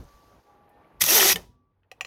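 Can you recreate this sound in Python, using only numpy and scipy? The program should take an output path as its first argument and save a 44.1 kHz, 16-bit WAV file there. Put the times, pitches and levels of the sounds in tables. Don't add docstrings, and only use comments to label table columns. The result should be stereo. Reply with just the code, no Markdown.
import sys
import numpy as np
from scipy import signal
from scipy.fft import rfft, irfft, next_fast_len
from scipy.io import wavfile
from scipy.ndimage import uniform_filter1d, map_coordinates

SR = 44100
rng = np.random.default_rng(int(sys.argv[2]) if len(sys.argv) > 2 else 0)


def natural_amplitude(level_db):
    exponent = np.asarray(level_db, float) / 20
    return 10 ** exponent


def store_pcm(level_fs):
    pcm = np.round(np.clip(level_fs, -1, 1) * 32767).astype(np.int16)
    wavfile.write(sys.argv[1], SR, np.atleast_2d(pcm).T)


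N = 90978
T = np.arange(N) / SR
STRIKE_T = np.arange(SR // 5) / SR


def unit(x):
    return x / np.sqrt(np.mean(x ** 2) + 1e-20)


def along(points, hz):
    f, v = np.transpose(points)
    return np.interp(np.log(hz + 1), np.log(f + 1), v)


def curves(rows):
    s, *cols = np.transpose(rows)
    return [np.interp(T, s, c) for c in cols]


def wobble(rate):
    return map_coordinates(rng.standard_normal(2000), [T * rate])


def filtered(x, response):
    m = next_fast_len(N + SR // 2)
    return irfft(rfft(x, m) * response(np.fft.rfftfreq(m, 1 / SR)), m)[..., :N]


def low_cut(x, corner_hz):
    return filtered(x, lambda f: (1j * f / (corner_hz + 1j * f)) ** 2)


def shape(table):
    return lambda f: natural_amplitude(along(table, f))


def peak(f, center_hz, width_hz):
    return 1 / (1 + (2 * (f - center_hz) / width_hz) ** 2)


def bump(start_s, half_s):
    return np.exp(-.5 * ((T - start_s) / half_s) ** 2)


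def window(start, end, rise, fall):
    return (1 + np.tanh((T - start) / rise)) * (1 + np.tanh((end - T) / fall)) / 4


def rush(colour, alike, patchy_db):
    z = signal.stft(rng.standard_normal((2, N)), nperseg=256)[2]
    field = uniform_filter1d(rng.standard_normal(z.shape[1:]), size=5, axis=0)
    field = uniform_filter1d(field, size=6, axis=1)
    pair = signal.istft(z * natural_amplitude(patchy_db * unit(field)), nperseg=256)[1][:, :N]

    def spread(hz):
        angle = np.arccos(np.clip(along(alike, hz), -1, 1)) / 2
        return np.array([np.cos(angle), np.sin(angle)])

    mid, side = filtered(pair, spread)
    return unit(filtered(np.array([mid + side, mid - side]), colour))


def blips(rows, half_s):
    out = np.zeros((2, N))
    for s, db, hz in rows:
        phase = 2 * np.pi * rng.random()
        apart = (rng.random() - .5) * np.array([[1], [-1]])
        out += natural_amplitude(db) * bump(s, half_s) * np.sin(2 * np.pi * hz * T + phase + apart)
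    return out


def place(out, start_s, sound):
    out[:, round(start_s * SR):][:, :len(STRIKE_T)] += sound


# start_s, vane_rate_hz, air_flow_db
SPEED = [
    (1.03, 201, -27.5),
    (1.075, 288, -24),
    (1.103, 305, -17.5),
    (1.13, 395, -17.5),
    (1.167, 466, -16),
    (1.19, 402, -16.5),
    (1.225, 370, -17),
    (1.26, 386, -17),
    (1.34, 378, -18),
]


def wrench():
    rate_hz, flow_db = curves(SPEED)
    turns = np.cumsum(rate_hz * (1 + .022 * wobble(rate=110))) / SR
    flow = natural_amplitude(flow_db) * window(1.026, 1.3305, .004, .004)
    singing = np.sqrt(2) * vane_tones(rate_hz, turns) * window(1.068, 1.327, .008, 0.033)
    rattle_db = -17.5 + 5 * window(1.17, 3, .03, 0.6)
    return exhaust(turns, flow) + flow * (singing + natural_amplitude(rattle_db) * rattle())


# start_s, level_db, half_width_s
PUFFS = [
    (1.002, -48, 0.0026),
    (1.009, -30.5, 0.0016),
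    (1.017, -15, 0.0047),
    (1.021, -17.5, 0.0029),
    (1.04, -14.5, 0.0018),
    (1.05, -24, .002),
    (1.056, -29, 0.0022),
    (1.065, -17, 0.002),
    (1.078, -27.5, 0.0029),
    (1.089, -22, 0.0025),
]
# pitch_hz, level_db (per Hz)
JET = [(150, -18.5), (500, -11.5), (2500, -15.5), (5000, -10.5), (8200, -12.5), (11000, -9.5),
       (15500, -10.5), (16100, -47)]
# pitch_hz, width_hz, level_db
PORTS = [(1980, 200, -0.5), (2600, 180, -3.5), (3500, 480, -2), (4560, 250, -9.5), (5980, 1000, 1.5),
         (11700, 250, 1), (12300, 230, -2.5), (13100, 770, -3.5)]
# pitch_hz, likeness (0 to 1)
ALIKE = [(60, 0.61), (180, 0.9), (550, 1), (1650, 1), (4970, 0.77), (15000, 0.1)]


def exhaust(turns, flow):
    def ports(f):
        ringing = sum(natural_amplitude(db) * peak(f, center, width) for center, width, db in PORTS)
        return natural_amplitude(along(JET, f)) * (1 + natural_amplitude(2) * ringing)

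    def bright(f):
        valve_seat = 1 + natural_amplitude(-1.5) * peak(f, 2300, 1100)
        return ports(f) * natural_amplitude(7.5 * np.log10(f + 1)) * valve_seat

    pops = sum(natural_amplitude(db) * bump(s, half_s) for s, db, half_s in PUFFS)
    chop = (1 + .33 * np.cos(2 * np.pi * turns)) * natural_amplitude(.6 * wobble(60))
    return rush(ports, ALIKE, 1.5) * flow * chop + rush(bright, ALIKE, 1.5) * pops


# multiple (of the rate), level_db (over the air flow)
VANES = [(1, -14), (2, -16.5), (2.5, -30.5), (3, -34.5), (3.5, -26.5), (5, -26)]
# pitch_hz, level_db
PIPE = [(250, -31.5), (305, -14), (335, -1), (400, 0), (470, 1), (600, 1), (1000, -2), (2500, 0)]
VANE_COUNT, VANE_WOBBLES_PER_S = 6, 70


def vane_tones(rate_hz, turns):
    out = 0
    for k, db in VANES:
        level = natural_amplitude(db + along(PIPE, k * rate_hz) + 1.8 * wobble(rate=VANE_WOBBLES_PER_S))
        rough = 1 + .35 * wobble(rate=4 * VANE_WOBBLES_PER_S)
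        uneven = 1 + .75 * (k > 1) * np.cos(2 * np.pi * turns / VANE_COUNT)
        out = out + level * rough * uneven * np.sin(2 * np.pi * k * turns)
    return out


def rattle():
    hits_per_s, ring_hz = 600, 2200
    chance, size = rng.random((2, N))
    strength = natural_amplitude(-3.5 * np.log(size + .03))
    hits = (chance < hits_per_s / SR) * strength * np.sign(chance * SR / hits_per_s - .5)

    def ring(f):
        return (1j * f * ring_hz * .6 / (ring_hz ** 2 - f * f + 1j * f * ring_hz * 0.96)) ** 2

    steel = unit(filtered(hits, ring))
    return steel + .5 * np.roll(steel, 9) * [[1], [-1]]


# start_s, level_db,
# pitch_hz
KNOCKS = [(1.012, -18.5, 2002), (1.017, -19.5, 2500), (1.023, -17.5, 2000), (1.106, -12, 11300),
          (1.152, -11.5, 12200), (1.157, -10.5, 12300), (1.187, -12.5, 12200), (1.089, -17, 2700),
          (1.098, -20, 2600), (1.11, -17.5, 1800), (1.112, -17, 2630), (1.152, -22.5, 2440),
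          (1.181, -15, 1870), (1.202, -13.5, 3054), (1.209, -12.5, 1800), (1.21, -16.5, 2674),
          (1.228, -13, 1845), (1.229, -18, 1281), (1.245, -18.5, 1910), (1.289, -21.5, 2600),
          (1.299, -13.5, 1984), (1.308, -15.5, 2483), (1.324, -16, 2640), (1.288, -20, 4897),
          (1.297, -17, 4680), (1.253, -20, 4700), (1.329, -17, 4900)]
# start_s, level_db
CHIRPS = [(1.093, -17), (1.106, -17.5), (1.13, -17), (1.146, -17), (1.152, -16), (1.16, -16), (1.167, -15),
          (1.172, -10), (1.179, -10), (1.188, -14), (1.206, -14.5), (1.219, -17.5), (1.244, -17.5),
          (1.253, -18), (1.266, -16), (1.272, -17), (1.276, -14), (1.283, -13.5), (1.288, -11.5)]


def slaps():
    whistles = [(s, db, 6040 * rng.normal(1, .04)) for s, db in CHIRPS]
    return natural_amplitude(-1.5) * (blips(KNOCKS, half_s=.0011) + blips(whistles, half_s=0.00068))


DETUNE = .012


def modes(table):
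    out = 0
    for hz, db, t60 in table:
        chatter_db = 3 * wobble(rate=200)[:len(STRIKE_T)]
        level = natural_amplitude(db + rng.normal(0, 1.5) + chatter_db - 60 * STRIKE_T / t60)
        out = out + level * np.sin(2 * np.pi * hz * rng.normal(1, DETUNE) * STRIKE_T)
    return out


# pitch_hz, level_db, t60_s
RIM = [(488, 7.5, .022), (747, 0.5, 0.051)]


def strike(db, ring_db, crack_db, rim_db, steel, blow_hz):
    t = STRIKE_T
    rim = natural_amplitude(rim_db + 10.5) * modes(RIM) * (1 - np.exp(-t / 0.0029)) ** 2
    ring = natural_amplitude(ring_db) * modes(steel) / 2 + rim
    blow = natural_amplitude(11.5 - 60 * t / 0.0091) * np.sin(2 * np.pi * blow_hz * rng.normal(1, DETUNE) * t)
    noise = rng.standard_normal(len(t)) + 0.23 * rng.standard_normal((2, len(t)))
    hiss = signal.lfilter([.5], [1, -1.1, .4], noise)
    fade = natural_amplitude(-60 * t / 0.023) + natural_amplitude(-27 - 60 * t / .3)
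    crack = natural_amplitude(crack_db) * fade * np.diff(hiss, prepend=0)
    return natural_amplitude(db - 5) * (ring + blow + 2 * crack) * (1 - np.exp(-t / .0007))


# start_s, peak_db, ring_db, crack_db, rim_db
SNAP = (1.358, -20, 7, -1, -40)
# pitch_hz, level_db, t60_s
TRIGGER = [(446, 0, 0.071), (750, -8, 0.065), (1154, -6, .025), (1797, -4, 0.049), (2180, 6.5, .015),
           (3040, -7, 0.022), (3580, 0, 0.028), (4540, -5, 0.013), (6780, -18, .03)]
# start_s, peak_db, ring_db, crack_db, rim_db
CLICKS = [
    (1.9146, -34, 9, -11, -7),
    (2.0089, -16.5, 6.5, -16.5, -18.5),
    (2.0479, -27, 10, -17, -13.5),
]
# pitch_hz, level_db, t60_s
SOCKET = [(1180, -12, .03), (1960, 0, .016), (2540, -10, .035), (2760, -6, .022), (3225, -18, .035),
          (4100, -13, .026), (4550, -18, .03), (5250, -13, .022), (5800, -9, .022), (6891, -22, .05),
          (7569, -23, .03), (9400, -34, .05)]
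# start_s, level_db, pitch_hz
TICKS = [(.003, -50, 4000), (.04, -56, 8800), (.087, -49, 5000), (.402, -57, 5000), (.68, -53, 2300),
         (.693, -54, 12000), (.845, -45, 2300), (1.833, -53, 2600), (1.832, -51, 1600), (1.84, -55, 800),
         (1.844, -53, 1700)]


def socket():
    out = np.zeros((2, N + SR))
    start_s, *levels = SNAP
    place(out, start_s, strike(*levels, TRIGGER, blow_hz=3100))
    for start_s, *levels in CLICKS:
        place(out, start_s, strike(*levels, SOCKET, blow_hz=2567))
    for start_s, db, hz in TICKS:
        band = signal.butter(2, [hz * .85, hz * 1.17], "band", fs=SR)
        grit = signal.lfilter(*band, rng.standard_normal((2, len(STRIKE_T))))
        place(out, start_s, natural_amplitude(db - 60 * STRIKE_T / 0.033) * grit)
    return low_cut(out[:, :N], 332.7)


# start_s, level_db, pitch_hz, t60_s
THUMPS = [
    (0.0, -37, 69, 0.12),
    (0.047, -44, 51.3, 0.16),
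    (0.139, -50.5, 52.5, 0.31),
    (1.018, -34.5, 94.8, 0.13),
    (1.029, -36, 165, 0.18),
    (1.342, -35, 176.5, 0.17),
    (1.91, -62.5, 99, 0.34),
]


def thump():
    out = 0
    for s, db, hz, t60 in THUMPS:
        since = np.maximum(T - s, 0)
        out = out + natural_amplitude(db - 60 * since / t60) * np.sin(2 * np.pi * hz * since)
    return out


def echo(x, t60s):
    hz, t, z = signal.stft(rng.standard_normal((2, SR // 2)), SR, nperseg=128)
    side = z[1] * (hz / np.hypot(hz, 1800))[:, None]
    z = z[0] + side * [[[1]], [[-1]]]
    tail = signal.istft(z * natural_amplitude(-60 * t / along(t60s, hz)[:, None]), SR, nperseg=128)[1]
    return signal.fftconvolve(x, tail / np.linalg.norm(tail[0]), axes=1)[:, :N]


# start_s, level_db
GAIN = [(0, -56.5), (.1, -62), (.4, -60), (.43, -69), (.47, -61), (1.0, -58.5), (1.38, -42.5), (1.5, -74.5),
        (1.66, -79), (1.88, -76.5), (1.95, -66), (2.06, -60.5)]
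# pitch_hz, level_db (per Hz)
MURMUR = [(59, -38), (100, -14.5), (315, -7), (818, -6.5), (1760, -18), (3400, -27.5), (7940, -45.5),
          (11900, -35.5), (16000, -49.5)]


def murmur():
    level_db, = curves(GAIN)
    alike = [(200, 1.0), (1000, 0.17), (8000, 0.093)]
    return natural_amplitude(level_db + 0.4 * wobble(5.6)) * rush(shape(MURMUR), alike, patchy_db=2.0)


# start_s, end_s, pitch_hz, level_db
HUMS = [(0.062, 0.36, 1155, -63.5), (0.44, 0.664, 1158, -68), (0.457, 0.793, 820, -63.5),
        (0.71, 0.87, 1795, -76.5), (0.8, 1.02, 1154, -68), (0.83, 1.015, 900, -69), (0, 0.088, 569, -63),
        (1.514, 1.73, 1153, -77), (1.444, 1.647, 247.6, -71.5), (1.6, 1.9, 94, -73.5),
        (1.3, 1.526, 970, -70), (0.95, 1.473, 1600, -80), (1.42, 1.545, 540, -91), (1.61, 1.634, 280, -71)]


def hums():
    out = 0
    for start, end, hz, db in HUMS:
        level = natural_amplitude(db + 2 * wobble(rate=12)) * window(start, end, .025, .025)
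        out = out + level * np.sin(2 * np.pi * hz * T)
    return np.sqrt(2) * out


# pitch_hz, level_db (per Hz)
LEAK = [(1470, -1), (2500, -6), (4760, -3), (5350, -5), (6550, -4), (7590, -14.5), (13900, -10),
        (16000, -16.5)]


def leak():
    level_db = -60 - 22.5 * T + 1.2 * wobble(14)
    return natural_amplitude(level_db) * window(-1.3, 0.55, 0.94, 0.085) * rush(shape(LEAK), [(4000, 0.12)], 1)


# start_s, level_db
WIND = [(0, -42), (.08, -59.5), (.12, -74), (.15, -65.5), (.22, -71), (.39, -60), (.43, -80), (.62, -64.5),
        (.71, -72.5), (.8, -66), (.87, -75), (.97, -65), (1.05, -54.5), (1.38, -51.5), (1.47, -54.5),
        (1.63, -72), (1.95, -77.5), (2.06, -58.5)]
# pitch_hz, level_db (per Hz)
RUMBLE = [(12, -30), (20, -22), (54, 2.5), (110, -5), (230, -16), (400, -24), (520, -22.5), (880, -120)]


def wind():
    def turned(f):
        angle = .85 / (1 + (f / 110) ** 4)
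        return natural_amplitude(along(RUMBLE, f)) * np.exp(1j * angle * [[1], [-1]])

    level_db, = curves(WIND)
    gusts = natural_amplitude(level_db + 1.5 * wobble(22) + [[4.5], [1.5]])
    return gusts * rush(turned, [(60, .9)], 0.86)


def yard():
    return murmur() + hums() + leak() + wind()


# pitch_hz, t60_s
YARD = [(230, .9), (450, 0.26), (1500, 0.29), (4000, .33), (12000, 0.23)]
# pitch_hz, left_minus_right_db
LEAN = [(60, 0.5), (240, 2.5), (950, 2), (3770, 2.5), (15000, 0)]


def scene():
    tool = low_cut(wrench() + slaps() + socket(), 120) + thump()
    near = natural_amplitude(-5.5) * echo(tool, [(1000, .07)])
    far = natural_amplitude(-22) * echo(tool, YARD)
    lean = lambda f: natural_amplitude(along(LEAN, f) * [[.5], [-.5]])
    return filtered(tool + near + far, lean) + yard()


def roll_off(x):
    return signal.sosfilt(signal.butter(12, 16610, fs=SR, output="sos"), x)


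def record(dry):
    soft = dry / (1 + np.abs(dry / .9) ** 4) ** (1 / 4)
    mix = filtered(soft, lambda hz: hz < 16400)
    return roll_off(mix)


dry = scene()
out = record(dry)
store_pcm(out)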